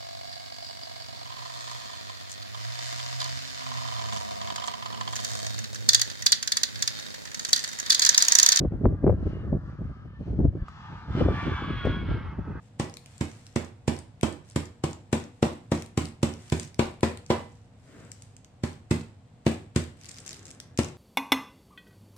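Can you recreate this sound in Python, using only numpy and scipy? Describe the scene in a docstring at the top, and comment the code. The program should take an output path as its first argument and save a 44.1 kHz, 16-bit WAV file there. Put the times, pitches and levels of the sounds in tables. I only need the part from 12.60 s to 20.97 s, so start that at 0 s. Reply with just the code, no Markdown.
"""In a small kitchen, a hand-held stone pounds a sealed pack of crackers on a cloth-covered wooden table.
Each impact slaps the plastic wrapper, fractures the crackers and excites the modes of the tabletop and
the plates on it; crumbs settle under the stone. The other hand shifts and turns the pack, so the film
rustles by friction and crinkles by buckling. The room reverberates, and an appliance hums faintly."""
import sys
import numpy as np
from scipy import signal
from scipy.fft import rfft, irfft, next_fast_len
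from scipy.io import wavfile

SR = 44100
rng = np.random.default_rng(int(sys.argv[2]) if len(sys.argv) > 2 else 0)


def dump(signal):
    """Clip the signal to [-1, 1] and save it as 16-bit WAV at the path in sys.argv[1]."""
    limited = np.clip(np.atleast_2d(signal).T, -1, 1)
    pcm = np.round(limited * 32767).astype(np.int16)
    wavfile.write(sys.argv[1], SR, pcm)


N = 369116

# blows of the stone: start_s, force_db, sharpness_hz, cushion_s, slap_db, left_minus_right_db
BLOWS = [(0.1987, -1, 360, 0.0001, -34, -3), (0.6114, 3, 184, .00012, -36.5, -4.5),
         (0.962, 1, 315, 0.000088, -34.5, -6.5), (1.2806, 3.5, 299, .00009, -33, -7),
         (1.633, 2, 390, 0.000064, -33, -8.5), (1.962, 3, 256, 0.00021, -33, -4),
         (2.24, 0.5, 322, .00009, -34.5, -3), (2.5305, 3, 350, 0.000071, -31.5, 0),
         (2.8282, 3.5, 530, 0.00013, -34.5, -1.5), (3.1199, 3.5, 335, 0.000052, -34.5, -1),
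         (3.3775, 5, 315, 0.00037, -32, -3.5), (3.6319, 5.5, 330, 0.00016, -31.5, -4),
         (3.9243, 7, 205, 0.00023, -31, -4.5), (4.194, 2, 620, 0.00012, -34.5, 1),
         (4.4324, 3, 560, .00014, -38.5, 1), (4.7037, 1, 760, 0.000077, -56, -3),
         (6.0376, 3, 230, 0.00036, -40, -4), (6.3121, 7, 310, 0.00035, -33, -3),
         (6.8664, 5.5, 454, .00027, -37.5, -0.5), (7.1627, 7.5, 233, 0.00034, -31.5, -3),
         (8.19, 4.5, 300, .0001, -30, 1.5)]
# the hand presses, shifts or turns the pack: start_s, length_s, rustle_db, crinkle_db
GRIPS = [(0.0, 0.095, -68, -64), (0.354, 0.64, -56.5, -48.5), (1.836, 0.11, -58.5, -47),
         (2.492, 0.64, -73, -65), (3.124, 0.11, -53, -37), (3.74, 0.32, -52, -45.5),
         (3.929, 0.17, -52, -35), (4.418, 0.67, -68.5, -54.5), (5.157, 0.61, -60.5, -55),
         (7.358, 0.34, -52, -36.5), (7.639, 0.18, -49.5, -31.5), (7.799, 0.17, -57.5, -37.5)]
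# spectrum of the wrapper when rubbed or slapped: frequency_hz, level_db
WRAPPER_SPECTRUM = [(300, -16.5), (1200, -2.5), (2500, -4), (4500, -6.5), (6300, -6.5), (7900, -1.5),
                    (9300, -11), (11000, -20.5), (15000, -28.5)]


def amp(db):
    """Decibels to amplitude ratio."""
    return 10 ** (np.asarray(db) / 20)


def unit(x):
    """Normalisation to rms 1."""
    return x / np.sqrt(np.mean(x ** 2) + 1e-20)


def along(points, hz):
    """Interpolation of (frequency_hz, value) points on a logarithmic frequency axis."""
    frequencies, values = np.transpose(points)
    return np.interp(np.log(hz + 1), np.log(frequencies), values)


def filtered(x, response):
    """Linear filtering: the spectrum of x times a frequency response."""
    size = next_fast_len(x.shape[-1] + SR // 4)
    return irfft(rfft(x, size) * response(np.fft.rfftfreq(size, 1 / SR)), size)[..., :x.shape[-1]]


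def coloured(x, spectrum, size=1024):
    """Minimum-phase filtering at unit energy: the spectrum sets only the colour."""
    cepstrum = irfft(np.log(amp(along(spectrum, np.fft.rfftfreq(size, 1 / SR)))))
    cepstrum[1:size // 2] *= 2
    cepstrum[size // 2 + 1:] = 0
    kernel = irfft(np.exp(rfft(cepstrum)))
    return signal.fftconvolve(x, kernel[None] / np.linalg.norm(kernel), axes=1)[:, :x.shape[1]]


def add(track, start_s, sound):
    """Superposition of a sound on a track."""
    start = max(round(start_s * SR), 0)
    part = track[..., start:start + sound.shape[-1]]
    part += sound[..., :part.shape[-1]]


def clicks(size, per_s, scatter_db, width):
    """Shot noise: a stereo train of random impulses of uneven size, rms 1."""
    occurs = rng.random(size) < per_s / SR
    sizes = occurs * amp(scatter_db * np.minimum(rng.standard_normal(size), 2))
    mid, side = sizes * rng.standard_normal((2, size))
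    return unit(np.array([mid + width * side, mid - width * side]))


def diffuse_field(noise, hz):
    """Interaural coherence: two independent spectra become alike in the bass, apart in the treble."""
    # likeness of the room's sound at the two ears: frequency_hz, coherence
    coherence = [(100, 0.94), (300, 0.96), (800, 0.24), (4000, 0.029)]
    angle = np.arccos(np.clip(along(coherence, hz), -1, 1)) / 2
    mid, side = noise[0] * np.cos(angle), noise[1] * np.sin(angle)
    return np.array([mid + side, mid - side])


def room_noise():
    """Diffuse background noise: the low rumble and faint hiss of the house."""
    # spectrum of the background: frequency_hz, level_db
    spectrum = [(25, -13), (45, -18.5), (70, -15.5), (105, -5.5), (180, -17.5), (260, -22), (350, -31),
                (600, -29), (850, -31.5), (1200, -38.5), (4000, -47.5), (8000, -61), (15000, -78)]
    size = next_fast_len(N)
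    hz = np.fft.rfftfreq(size, 1 / SR)
    noise = diffuse_field(rfft(rng.standard_normal((2, size))), hz)
    return amp(-52.5) * unit(irfft(noise * amp(along(spectrum, hz)), size)[:, :N])


def appliance_hum():
    """A line spectrum with phase modulation: each tone drifts in a random walk."""
    # tones of the appliance: pitch_hz, level_db
    tones = [(102.3, -66.5), (253.0, -71), (479.1, -75.5), (624.5, -88), (726.7, -78.5)]
    t, hum = np.arange(N) / SR, np.zeros(N)
    for pitch_hz, level_db in tones:
        walk = np.cumsum(rng.normal(0, 1.2, 60))
        drift = np.interp(t, np.linspace(0, t[-1], len(walk)), walk)
        hum += amp(level_db + .5) * unit(np.sin(2 * np.pi * pitch_hz * t + drift))
    return hum


def swell(t, start, length):
    """Amplitude envelope of a hand movement that gathers speed and eases off: 0 to 1 and back."""
    return np.abs(np.sin(np.pi * np.clip((t - start) / length, 0, 1))) ** .82


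def finger_rustle():
    """Sliding friction of fingers on the film: faint at rest, swelling with each grip."""
    t = np.arange(N) / SR
    friction = coloured(clicks(N, per_s=6000, scatter_db=5, width=.72), WRAPPER_SPECTRUM)
    moving = sum(amp(db - 7.5) * swell(t, start, length) for start, length, db, _ in GRIPS)
    return (amp(-77) + moving) * friction


def buckle(pitch_hz, ring_share):
    """Snap-through of one crease: a spray of clicks rings a facet of the film; peak 1."""
    t = np.arange(SR // 100) / SR
    spray = np.exp(-t / .0011) * clicks(len(t), per_s=39000, scatter_db=1, width=.93)
    facet = np.exp(-t / .00022) * np.sin(2 * np.pi * pitch_hz * t)
    snap = spray + ring_share * signal.fftconvolve(spray, facet[None], axes=1)[:, :len(t)]
    return snap / np.abs(snap).max()


def crinkling():
    """Buckling: creases flip one by one under the fingers, and as the film springs back after a blow."""
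    # prominent snaps of the wrapper: start_s, level_db, pitch_hz
    loud_snaps = [(0.34, -34, 8000), (0.3699, -28, 4300), (0.46, -37, 3370), (0.58, -40, 8510),
                  (0.8668, -37, 5700), (1.6117, -29.5, 3750), (3.2228, -28.5, 3360), (3.2617, -36.5, 4230),
                  (3.455, -29, 5130), (3.9, -28, 4900), (3.998, -23, 8800), (4.1444, -35.5, 5950),
                  (4.4084, -33.5, 3450), (4.5738, -31.5, 4230), (4.6634, -37.5, 7020), (5.5175, -29, 8000),
                  (5.6218, -36, 8800), (5.766, -40, 8300), (5.8463, -40, 6800), (7.492, -30, 8500),
                  (7.5147, -30.5, 8500), (7.585, -28.5, 8260), (7.6634, -28, 8000), (7.6782, -29.5, 7900),
                  (7.711, -35.5, 5740), (7.9124, -38, 8100), (8.0012, -27.5, 6200), (8.1754, -26, 7660),
                  (8.2335, -27.5, 7700)]
    # spectrum of a buckling crease: frequency_hz, level_db
    crease_spectrum = [(300, -42), (1300, -16), (2200, -5), (3500, -8.5), (5000, -3), (7900, 0.5),
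                       (9300, -1.5), (11000, -14.5), (15000, -22)]
    creases_per_s, scatter_db = 70, 4
    rebound_delay_s, rebound_window_s = .035, .075
    snaps = np.zeros((2, N))
    for start, db, pitch_hz in loud_snaps:
        add(snaps, start, amp(db + 4) * buckle(pitch_hz, ring_share=.32))
    creases = []
    for start, _, _, _, slap_db, _ in BLOWS:
        times = start + rebound_delay_s + rebound_window_s * rng.random(2)
        creases += [(at, amp(slap_db - 2)) for at in times]
    for start, length, _, db in GRIPS:
        times = start + np.cumsum(rng.gamma(2, .5, 64)) / creases_per_s
        creases += [(at, amp(db) * swell(at, start, length)) for at in times]
    for start, gain in creases:
        size, detune = rng.standard_normal(2)
        snap = buckle(6800 * np.exp(.2 * detune), ring_share=.42)
        add(snaps, start, gain * amp(scatter_db * min(size, 2)) * snap)
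    return coloured(snaps, crease_spectrum)


def bursts(levels_db, delay_s, rise_s, fall_s, **grain):
    """Transient shot noise at each blow: exponential rise and decay, peaking delay_s after the force."""
    track, lead_s = np.zeros((2, N)), .015
    t = np.arange(SR // 4) / SR - lead_s - delay_s
    envelope = np.exp(np.where(t < 0, t / rise_s, -t / fall_s))
    for (start, *_), db in zip(BLOWS, levels_db):
        add(track, start - lead_s, amp(db) * envelope * clicks(len(t), **grain))
    return track


def wrapper_slap():
    """Impact noise: the stone slaps the film flat just before the force peaks."""
    levels_db = [slap_db + 6 for _, _, _, _, slap_db, _ in BLOWS]
    slaps = bursts(levels_db, delay_s=-.0012, rise_s=.0013, fall_s=.003,
                   per_s=14000, scatter_db=10, width=.98)
    return coloured(slaps, WRAPPER_SPECTRUM)


def crush_levels(base_db, force_exponent, db_per_octave):
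    """A power law gives each blow's level in dB: harder, sharper blows crush more loudly."""
    return [base_db + force_exponent * force_db + db_per_octave * np.log2(sharpness_hz / 350)
            for _, force_db, sharpness_hz, *_ in BLOWS]


def cracker_fracture():
    """Brittle fracture: the crackers break in a dense burst at the height of the force."""
    # spectrum of breaking crackers: frequency_hz, level_db
    spectrum = [(200, 3.5), (600, 3), (1050, 4), (1400, -4), (2200, -2), (3200, -7), (5500, -12.5),
                (9000, -27), (15000, -39)]
    levels_db = crush_levels(base_db=-27.5, force_exponent=.3949, db_per_octave=6)
    cracks = bursts(levels_db, delay_s=.00065, rise_s=.0017, fall_s=.0069,
                    per_s=12000, scatter_db=5, width=.83)
    return coloured(cracks, spectrum)


def ringing(modes, t):
    """Damped free vibration: one decaying cosine for each mode."""
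    hz, db, t60 = np.transpose(modes)[:, :, None]
    return amp(db - 60 * t / t60) * np.cos(2 * np.pi * hz * t)


def table_thump():
    """Modal response: a cusp of force, rounded by loose crumbs, drives the top and jolts the plates."""
    # modes of the tabletop: pitch_hz, level_db, t60_s
    table_modes = [(84.75, -31, 0.32), (103.44, -49.5, 1), (116, -32.5, 0.11), (139, -31, 0.13),
                   (159.7, -19.5, 0.098), (228.1, -22.5, 0.14), (245.5, -29, 0.15), (290.3, -26, 0.16),
                   (326.8, -27, 0.14), (359.4, -18, 0.089), (380, -32, 0.083), (454.6, -17.5, 0.033),
                   (480.5, -37.5, 0.42), (545.5, -20.5, 0.034), (613, -33, 0.082), (693, -33.5, 0.078),
                   (786, -26, 0.097), (940, -24, 0.049), (997, -25.5, 0.031), (990, -67, 0.3),
                   (1170, -39, 0.1)]
    # modes of the plates on it: pitch_hz, level_db, undamped_by_cloth_t60_s
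    plate_modes = [(1770, -11, 0.7), (1790, 9, 0.21), (2020, 9, 0.56), (2100, -21, 0.35), (2370, 6, 0.28),
                   (2783, -8, 0.56), (2980, 7, 0.23)]
    thump, t = np.zeros((2, N)), np.arange(SR // 3) / SR
    cloth_damping = amp(-60 * t / .3)
    plates = amp(-30.5) * cloth_damping * ringing(plate_modes, t)
    modes = np.vstack([plates, -ringing(table_modes, t)])  # negative: the top is pushed down
    lead_s = .01
    from_peak_s = np.arange(2 * round(lead_s * SR)) / SR - lead_s
    for start, force_db, sharpness_hz, cushion_s, _, pan_db in BLOWS:
        cusp = np.exp(-2 * np.pi * sharpness_hz * np.abs(from_peak_s))
        cushion = np.exp(-(from_peak_s / cushion_s) ** 2 / 2)
        force = np.convolve(cusp / cusp.sum(), cushion / cushion.sum(), "same")
        ring = amp(.74 * rng.standard_normal(len(modes))) @ modes  # the point of impact varies
        gains = amp([[force_db + pan_db / 2], [force_db - pan_db / 2]])
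        add(thump, start - lead_s, gains * signal.fftconvolve(force, ring))
    return thump


def table_radiation(thump):
    """Radiation, weak in the deepest bass, arrives directly, by reflection and as reverberation."""
    # early reflections from the floor and a wall: delay_s, gain
    echoes = [(.00926, 0.32), (0.0122, 0.035)]
    # the table's treble leans to the left: frequency_hz, left_minus_right_db
    lean = [(80, 0.5), (170, 0.3), (300, 3), (600, 5), (2000, 6)]
    # share of the table's sound that spreads into the room: frequency_hz, level_db
    spread = [(80, -18), (220, -7.5), (450, -6), (900, 3), (2500, -1)]
    comb = lambda hz: 1 + sum(gain * np.exp(-2j * np.pi * hz * delay) for delay, gain in echoes)
    early = filtered(thump, lambda hz: comb(hz) * amp(np.outer([.5, -.5], along(lean, hz))))
    late = reverberation(filtered(thump, lambda hz: amp(along(spread, hz))))
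    high_pass = lambda s: s * s / (s * s + 1.17 * s + 1)
    return filtered(early + late, lambda hz: high_pass(1j * hz / 72))


def settling_crumbs():
    """Granular collisions: crumbs grind and settle in a sparser, longer tail after each blow."""
    # spectrum of the crumbs: frequency_hz, level_db
    spectrum = [(300, -4), (900, 1.5), (2200, -1.5), (4000, -8), (6300, -10.5), (7900, -2), (9300, -9.5),
                (11000, -25), (15000, -23)]
    levels_db = crush_levels(base_db=-47.5, force_exponent=.9, db_per_octave=3.5)
    crumbs = bursts(levels_db, delay_s=.0048, rise_s=.0079, fall_s=.049,
                    per_s=1500, scatter_db=7.5, width=1)
    return coloured(crumbs, spectrum)


def reverberation(x):
    """Convolution with a decaying diffuse field, a little different for each place the stone lands."""
    # reverberation time of the kitchen: frequency_hz, t60_s
    decay_times = [(100, 0.47), (400, 0.35), (1500, 0.36), (4000, 0.35), (8000, 0.26), (14000, 0.29)]
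    wet = np.zeros((2, N))
    edges = [0] + [round((start - .02) * SR) for start, *_ in BLOWS] + [N]
    for first, last in zip(edges, edges[1:]):
        hz, t, noise = signal.stft(rng.standard_normal((2, SR // 2)), SR, nperseg=256)
        decay = amp(-60 * t / along(decay_times, hz)[:, None])
        tail = signal.istft(diffuse_field(noise, hz[:, None]) * decay, SR, nperseg=256)[1]
        tail *= 1 - np.exp(-np.arange(tail.shape[1]) / SR / .0014)  # reflections build up
        tail /= np.linalg.norm(tail[0])
        add(wet, first / SR, signal.fftconvolve(x[:, first:last], tail, axes=1))
    return wet


def cloth_drag():
    """Friction on a rough surface: the dragged pack catches on the weave of the cloth."""
    # slides of the pack: start_s, length_s, level_db
    drags = [(5.243, 0.28, -52), (7.373, 0.87, -58.5)]
    # spectrum of the scrape: frequency_hz, level_db
    spectrum = [(60, -12), (170, 11.5), (330, 6.5), (500, 2.5), (900, -8), (1700, -4), (2300, -11),
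                (3200, -17), (8000, -34), (11000, -47), (15000, -35)]
    t = np.arange(N) / SR
    weave = coloured(clicks(N, per_s=4600, scatter_db=.5, width=.25), spectrum)
    return weave * sum(amp(db) * swell(t, start, length) for start, length, db in drags)


def scene():
    """Superposition of the sources; interaural level and time differences set the pack slightly left."""
    crunch = finger_rustle() + wrapper_slap() + cracker_fracture() + settling_crumbs() + cloth_drag()
    snaps = crinkling()
    knocks = table_radiation(table_thump())
    direct = (crunch + snaps) * amp([[1.1], [-1.1]])
    reverberant = reverberation(amp(-2) * crunch + amp(-7) * snaps)
    left_lead_s = .00008
    ear_delays = lambda hz: np.exp(1j * np.pi * np.outer([1, -1], hz) * left_lead_s)
    return filtered(knocks + direct + reverberant, ear_delays) + room_noise() + appliance_hum()


def record(dry):
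    """Band-pass filtering: the microphone thins the deepest bass and cuts off the highest treble."""
    low_cut_hz, top_hz = 48.6, 15400
    low_cut = lambda hz: hz ** 2 / np.sqrt(hz ** 4 + low_cut_hz ** 4)
    return filtered(dry, lambda hz: low_cut(hz) / np.sqrt(1 + (hz / top_hz) ** 100))


dry = scene()
out = record(dry)
dump(out)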